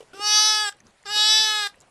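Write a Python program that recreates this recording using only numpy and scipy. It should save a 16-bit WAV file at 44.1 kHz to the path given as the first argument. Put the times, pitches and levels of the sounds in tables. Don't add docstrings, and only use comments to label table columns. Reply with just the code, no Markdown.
import sys
import numpy as np
from scipy import signal
from scipy.io import wavfile
from scipy.ndimage import uniform_filter1d

SR = 44100
rng = np.random.default_rng(int(sys.argv[2]) if len(sys.argv) > 2 else 0)


def unload_wav(signal):
    wavfile.write(
        sys.argv[1],
        SR,
        np.round(np.clip(np.atleast_2d(signal).T, -1, 1) * 32767).astype(np.int16),
    )


def decibels_to_gain(level_db):
    exponent = np.asarray(level_db, float) / 20
    return 10 ** exponent


N = 83790


def evened(x):
    return x / np.sqrt(np.mean(abs(x) ** 2) + 1e-20)


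def add(mix, s, sound):
    part = mix[round(s * SR):][:len(sound)]
    part += sound[:len(part)]


def ring(x, hz, width):
    r = np.exp(-np.pi * width / SR)
    return 2 * signal.lfilter([1 - r], [1, -r * np.exp(2j * np.pi * hz / SR)], x + 0j).real


def slow(shape, size):
    return evened(uniform_filter1d(uniform_filter1d(rng.standard_normal(shape), size), size))


def air():
    # frequency in Hz, level in dB per Hz.
    spectrum = [(25, -12.5), (120, -2), (300, -10), (600, -7), (2000, -14.5), (6000, -24.5), (10500, -27),
                (12500, -48)]
    # time in seconds, lift of the air in dB.
    shuffle = [
        (0, 7.5),
        (.05, 5),
        (.74, -5),
        (.8, 5),
        (.83, -8),
        (.87, 6),
        (.92, 2.5),
        (1.76, 2),
        (1.82, 2.5),
        (1.9, 0.5),
    ]
    f, t, z = signal.stft(rng.standard_normal(N), SR, nperseg=512)
    hz, db = np.transpose(spectrum)
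    patches = evened(uniform_filter1d(slow(z.shape, size=5), size=10, axis=0))
    z = z * decibels_to_gain(np.interp(np.log(f + 1), np.log(hz), db)[:, None] + 2.47 * patches)
    still = signal.istft(z, SR, nperseg=512)[1]
    lift_db = np.interp(t, *np.transpose(shuffle)) * np.clip(f / 4000, .3, 1)[:, None]
    hiss = signal.istft(z * decibels_to_gain(lift_db), SR, nperseg=512)[1][:N] / np.std(still)
    swell = np.exp(-((np.arange(N) / SR - 0.85) / 0.049) ** 2)
    rumble = swell * evened(ring(rng.standard_normal(N), hz=170, width=83))
    return decibels_to_gain(-60.5) * hiss + decibels_to_gain(-58) * rumble


def barn(x):
    taps = np.zeros(SR // 3)
    at = np.arange(120, len(taps) - 22, 22)
    taps[at + rng.integers(0, 22, len(at))] = rng.choice([-1., 1.], len(at))
    f, t, z = signal.stft(taps, SR, nperseg=128)
    t60 = np.interp(f, [1000, 9000], [0.2, 0.12])[:, None]
    tail = signal.istft(z * decibels_to_gain(-60 * t / t60), SR, nperseg=128)[1]
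    return signal.fftconvolve(x, tail / np.linalg.norm(tail))[:N]


def straw():
    # start in seconds, peak level in dB, centre frequency in Hz.
    ticks = [(0.7241, -44, 3200), (.7246, -42, 6300), (0.7243, -43, 1600), (0.743, -53.5, 3200),
             (.768, -53, 9000), (0.786, -56, 2500), (0.8035, -43, 6200), (0.804, -47, 1830),
             (0.8677, -45.5, 5560), (0.907, -56, 4150), (1.029, -48.5, 6900), (1.037, -48, 1890),
             (1.743, -45, 1870), (1.757, -54, 9600), (1.8038, -41, 7730), (1.8103, -39, 6700),
             (1.819, -46, 7500), (1.834, -54, 2510), (1.878, -65, 9130), (1.051, -48, 4200)]
    t60, q, wide = .012, 5, .1
    out, t = np.zeros(N), np.arange(900) / SR
    for s, db, hz in ticks:
        burst = rng.standard_normal(900) * decibels_to_gain(-60 * t / t60)
        pitched = evened(ring(ring(burst, hz, hz / q), hz, hz / 2))
        crackle = evened(ring(ring(burst, 5000, 5000), 5000, 5000))
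        tick = pitched + wide * crackle
        add(out, s, decibels_to_gain(db) * tick / abs(tick).max())
    return out


def thuds():
    # start in seconds, peak level in dB, frequency in Hz.
    pushes = [(.004, -22.5, 467), (.015, -36.5, 477), (.025, -30, 490), (0.038, -45, 456),
              (.132, -27.5, 373), (0.142, -30, 358), (0.172, -26, 406), (.193, -24, 390), (1.158, -31, 354),
              (1.165, -27.5, 564), (1.191, -27, 570), (1.343, -38, 326), (1.377, -29.5, 343),
              (1.379, -28, 1000), (1.388, -45.5, 300), (1.398, -35.5, 170), (1.512, -44, 336),
              (1.772, -41, 520.5), (1.806, -58, 785), (1.87, -43.5, 527)]
    rise_s, t60, tone_share = .003, .025, .75
    out, t = np.zeros(N), np.arange(1500) / SR
    for s, db, hz in pushes:
        noise = rng.standard_normal(1500)
        body = tone_share * np.sin(2 * np.pi * hz * t)
        body += (1 - tone_share) * evened(ring(noise, hz, hz / 2))
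        scrape = decibels_to_gain(-20.5) * evened(ring(noise, hz=2500, width=1230))
        swell = 1 - np.exp(-(t / rise_s) ** 2)
        add(out, s, decibels_to_gain(db - 60 * t / t60) * swell * (body + scrape))
    return out


def throat(resonances, settle, hz, mouth, late):
    shift, skirt = 0.024, 1.33
    out = 0
    for (f, w, db, shut_db), drift_db in zip(resonances, settle):
        f = f * (1 + shift * (mouth - 1))
        gain = decibels_to_gain(db - shut_db * (1 - mouth) + drift_db * (late - .5))
        out = out + gain * (hz * w * skirt / (f * f - hz * hz + 1j * hz * w * skirt)) ** 2
    return abs(out) + 1e-4


def causal(gain):
    log = np.log(np.vstack([gain[:1], gain]))
    mirrored = np.vstack([log, log[-2:0:-1]])
    return np.exp(np.conj(signal.hilbert(mirrored, axis=0)))[1:len(log)]


def dips(k, s):
    # time in seconds, partial number, length in seconds, change in dB.
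    moments = [(.155, 4, .03, 10), (.155, 8, .035, -10), (1.087, 19, .018, 10), (1.28, 18, .08, 4),
               (.225, 10, .035, -6), (.25, 8, .045, -12), (.225, 12, .035, -7), (.25, 5, .04, -5),
               (.385, 3, .022, 7), (1.07, 3, .025, -6), (.36, 4, .07, 4), (.39, 19, .15, -12),
               (.38, 16, .11, -12), (.38, 22, .05, -12), (.435, 28, .15, -12), (.45, 17, .15, -8),
               (.49, 11, .09, -4), (.495, 23, .15, 8), (.5, 7, .12, -5), (.45, 6, .07, -4),
               (.51, 12, .15, 5), (.53, 16, .13, -12), (.625, 10, .028, -20), (.63, 8, .1, 5),
               (1.065, 7, .02, -10), (.675, 15, .1, -10), (1.1, 12, .05, 7), (1.137, 3, .02, -18),
               (1.13, 18, .02, -14), (1.145, 8, .035, -8), (1.145, 15, .06, -13), (1.175, 5, .06, -10),
               (1.175, 17, .035, -14), (1.2, 22, .13, -12), (1.235, 28, .06, -18), (1.31, 15, .15, -12),
               (1.335, 10, .035, -11), (1.355, 23, .15, -11), (1.37, 13, .06, 5), (1.37, 19, .065, -19),
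               (1.4, 3, .07, -9), (1.42, 5, .015, -16), (1.43, 16, .15, -10), (1.46, 30, .06, 12),
               (1.505, 14, .1, 5), (1.53, 11, .065, -13), (1.58, 13, .1, -6), (1.61, 6, .1, 5),
               (1.635, 12, .05, 6), (1.62, 19, .06, 7)]
    change_db = 0
    for dip_s, partial, length, db in moments:
        change_db = change_db + db * (k == round(partial)) * np.exp(-((s - dip_s) / length) ** 2)
    return change_db


def partials(heights, k, at, begin_s, turns, start, hoarse):
    t = np.arange(len(turns)) / SR
    _, _, _, slope_db, flutter_db = hoarse
    wander_db = 1.1 * (.5 + .07 * k) * slow(heights.shape, size=int(SR / 128 / 18))
    loss_db = np.where(k > 14, 8, slope_db * k)
    wander_db += start[at] * (flutter_db * slow(heights.shape, size=3) - 2 - loss_db)
    wander_db += dips(k, begin_s + t[at])
    phase = -.025 * k ** 2 + .035 * k * slow(heights.shape, size=60)
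    lines = causal(heights * decibels_to_gain(wander_db)) * np.exp(1j * phase)
    voice = 0
    for m, line in zip(k[1:, 0], lines[1:]):
        voice = voice + (np.interp(t, t[at], line) * np.exp(2j * np.pi * m * turns)).real
    return voice


def breath(gain_at, hz, turns, rough_db, late):
    n = len(turns)
    puffs = rng.standard_normal(n) * (1 + .8 * np.cos(2 * np.pi * turns))
    f, frame_s, z = signal.stft(puffs, SR, nperseg=256)
    f = f[:, None]
    shape = gain_at(f, frame_s) + decibels_to_gain(-27.5) * np.exp(-np.log(f / 6800 + .01) ** 2 / .05)
    tilt_db = -28.5 + 7.5 * np.log2(f / 4000 + 0.2)
    hiss = signal.istft(z * shape * decibels_to_gain(tilt_db), SR, nperseg=256)[1][:n]
    hiss = hiss * np.sqrt(SR / 2 / hz) * decibels_to_gain(rough_db + 1.8 * slow(n, size=700))
    whistle_hz = 1537
    whistle = evened(ring(ring(rng.standard_normal(n), whistle_hz, 176), whistle_hz, 258))
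    return hiss + decibels_to_gain(-44 + 8.8 * np.sin(np.pi * late ** 2)) * whistle


def bleat(rows, resonances, settle, hoarse):
    shut_db, open_db = -33, -15.5
    onset_s, release_s = 0.003, 0.0048
    sigh_t60, sigh_db = 0.078, 2
    s, pitch, level = np.transpose(rows)
    begin_s, s, n = s[0], s - s[0], 34000
    t = np.arange(n) / SR
    hz = uniform_filter1d(np.interp(t, s, pitch), size=500)
    level = uniform_filter1d(np.interp(t, s, level), size=500)
    mouth = np.clip((level - shut_db) / (open_db - shut_db), 0, 1)
    late = np.minimum(t / s[-1], 1)
    start = np.exp(-(t / hoarse[0]) ** 4)
    rough_db = hoarse[1] * start + hoarse[2] * late ** 2
    jitter = .0007 * decibels_to_gain(rough_db) * slow(n, size=100)
    turns = np.cumsum(hz * (1 + jitter)) / SR

    k, at = np.arange(1, 33)[:, None], np.arange(0, n, 128)
    lines = throat(resonances, settle, k * hz[at], mouth[at], late[at])
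    norm = np.sqrt((lines ** 2).sum(0) / 2)
    voice = partials(lines / norm, k, at, begin_s, turns, start, hoarse)

    def gain_at(f, frame_s):
        opening, age = np.interp(frame_s, t, mouth), np.interp(frame_s, t, late)
        return throat(resonances, settle, f, opening, age) / np.interp(frame_s, t[at], norm)

    air_flow = breath(gain_at, hz, turns, rough_db, late)
    stop = np.clip((s[-1] - t) / release_s, 0, 1)
    fading_db = sigh_db * (1.5 - stop) - 60 * np.maximum(t - s[-1], 0) / sigh_t60
    sigh = np.maximum(stop, decibels_to_gain(fading_db))
    first = decibels_to_gain(np.minimum(-49.5, level + 6)) * np.sqrt(2) * np.cos(2 * np.pi * turns)
    sound = stop * (decibels_to_gain(level) * voice + first) + sigh * decibels_to_gain(level) * air_flow
    return begin_s, np.minimum(t / onset_s, 1) * sound


def lamb():
    # time in seconds, pitch in Hz, level in dB.
    bleats = [
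        [(.1315, 350, -45), (.146, 386, -43.5), (.185, 397, -40), (.214, 412, -31), (.274, 419, -21),
         (.365, 423, -15.5), (.48, 429.3, -17.5), (.63, 423.5, -24.5), (.698, 399, -29)],
        [(1.0535, 435, -41), (1.072, 393, -36), (1.112, 419.5, -28), (1.17, 420, -19.5), (1.24, 425, -17),
         (1.32, 431.7, -15.5), (1.416, 434.5, -18), (1.6, 420, -24.5), (1.677, 400, -28)],
    ]
    # resonance in Hz, width in Hz, level in dB, dB lost with mouth shut.
    throats = [
        [(925, 280, -10.5, 1), (1305, 210, -10.5, -3.5), (1690, 150, -12, -2.5), (3020, 670, -9.5, 6),
         (3610, 860, -4.5, 18), (4680, 180, 1.5, 16), (5404, 370, -0.5, 14.5), (5950, 210, 1.5, 24.5),
         (7920, 270, -16.5, 1), (8730, 400, -19, 4), (10200, 120, -23.5, 9), (11190, 220, -20.5, 16),
         (13720, 1000, -27.5, 8.5)],
        [(910, 296, -13.5, 0), (1318, 95, -17, -12), (1652, 420, -8, 1.5), (3046, 260, -10.5, 4),
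         (3680, 730, 1, 16), (4733, 160, 1.5, 16), (5230, 364, 0, 18), (6020, 99, -9, 11),
         (7700, 360, -11, 13.5), (8540, 150, -23.5, 0), (10600, 410, -22, 9), (11550, 300, -41, 12.5),
         (12100, 500, -25.5, 11.5)],
    ]
    settling = [
        [0, -1.5, 12, -4, 1.8, -1, -3, -8, 10, 4.7, -3.5, -11, 4],
        [0, -1.5, 5.2, -7, 1.1, -3, -0.5, -10, -5.5, 7, 0, -1, 1.4],
    ]
    # hoarse start in seconds, its extra breath in dB, extra breath by the end in dB,
    # loss at the start in dB per partial, flutter in dB.
    hoarseness = [
        (.064, 11, 7, .5, 2.5),
        (.024, 13, 7, -.5, 3),
    ]
    out = np.zeros(N)
    for call in zip(bleats, throats, settling, hoarseness):
        add(out, *bleat(*call))
    return out


def scene():
    near = straw() + thuds() + lamb()
    mid = near + decibels_to_gain(-18) * barn(near) + air()
    side = decibels_to_gain(-30) * np.diff(barn(mid), n=2, prepend=[0, 0])
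    return np.array([mid + side, mid - side])


def band_limit(x):
    return signal.sosfilt(signal.butter(12, 14340, fs=SR, output="sos"), x)


def record(dry):
    rolloff = signal.butter(6, 12260, fs=SR, output="sos")
    heard = signal.sosfilt(rolloff, dry)
    return band_limit(heard)


dry = scene()
out = record(dry)
unload_wav(out)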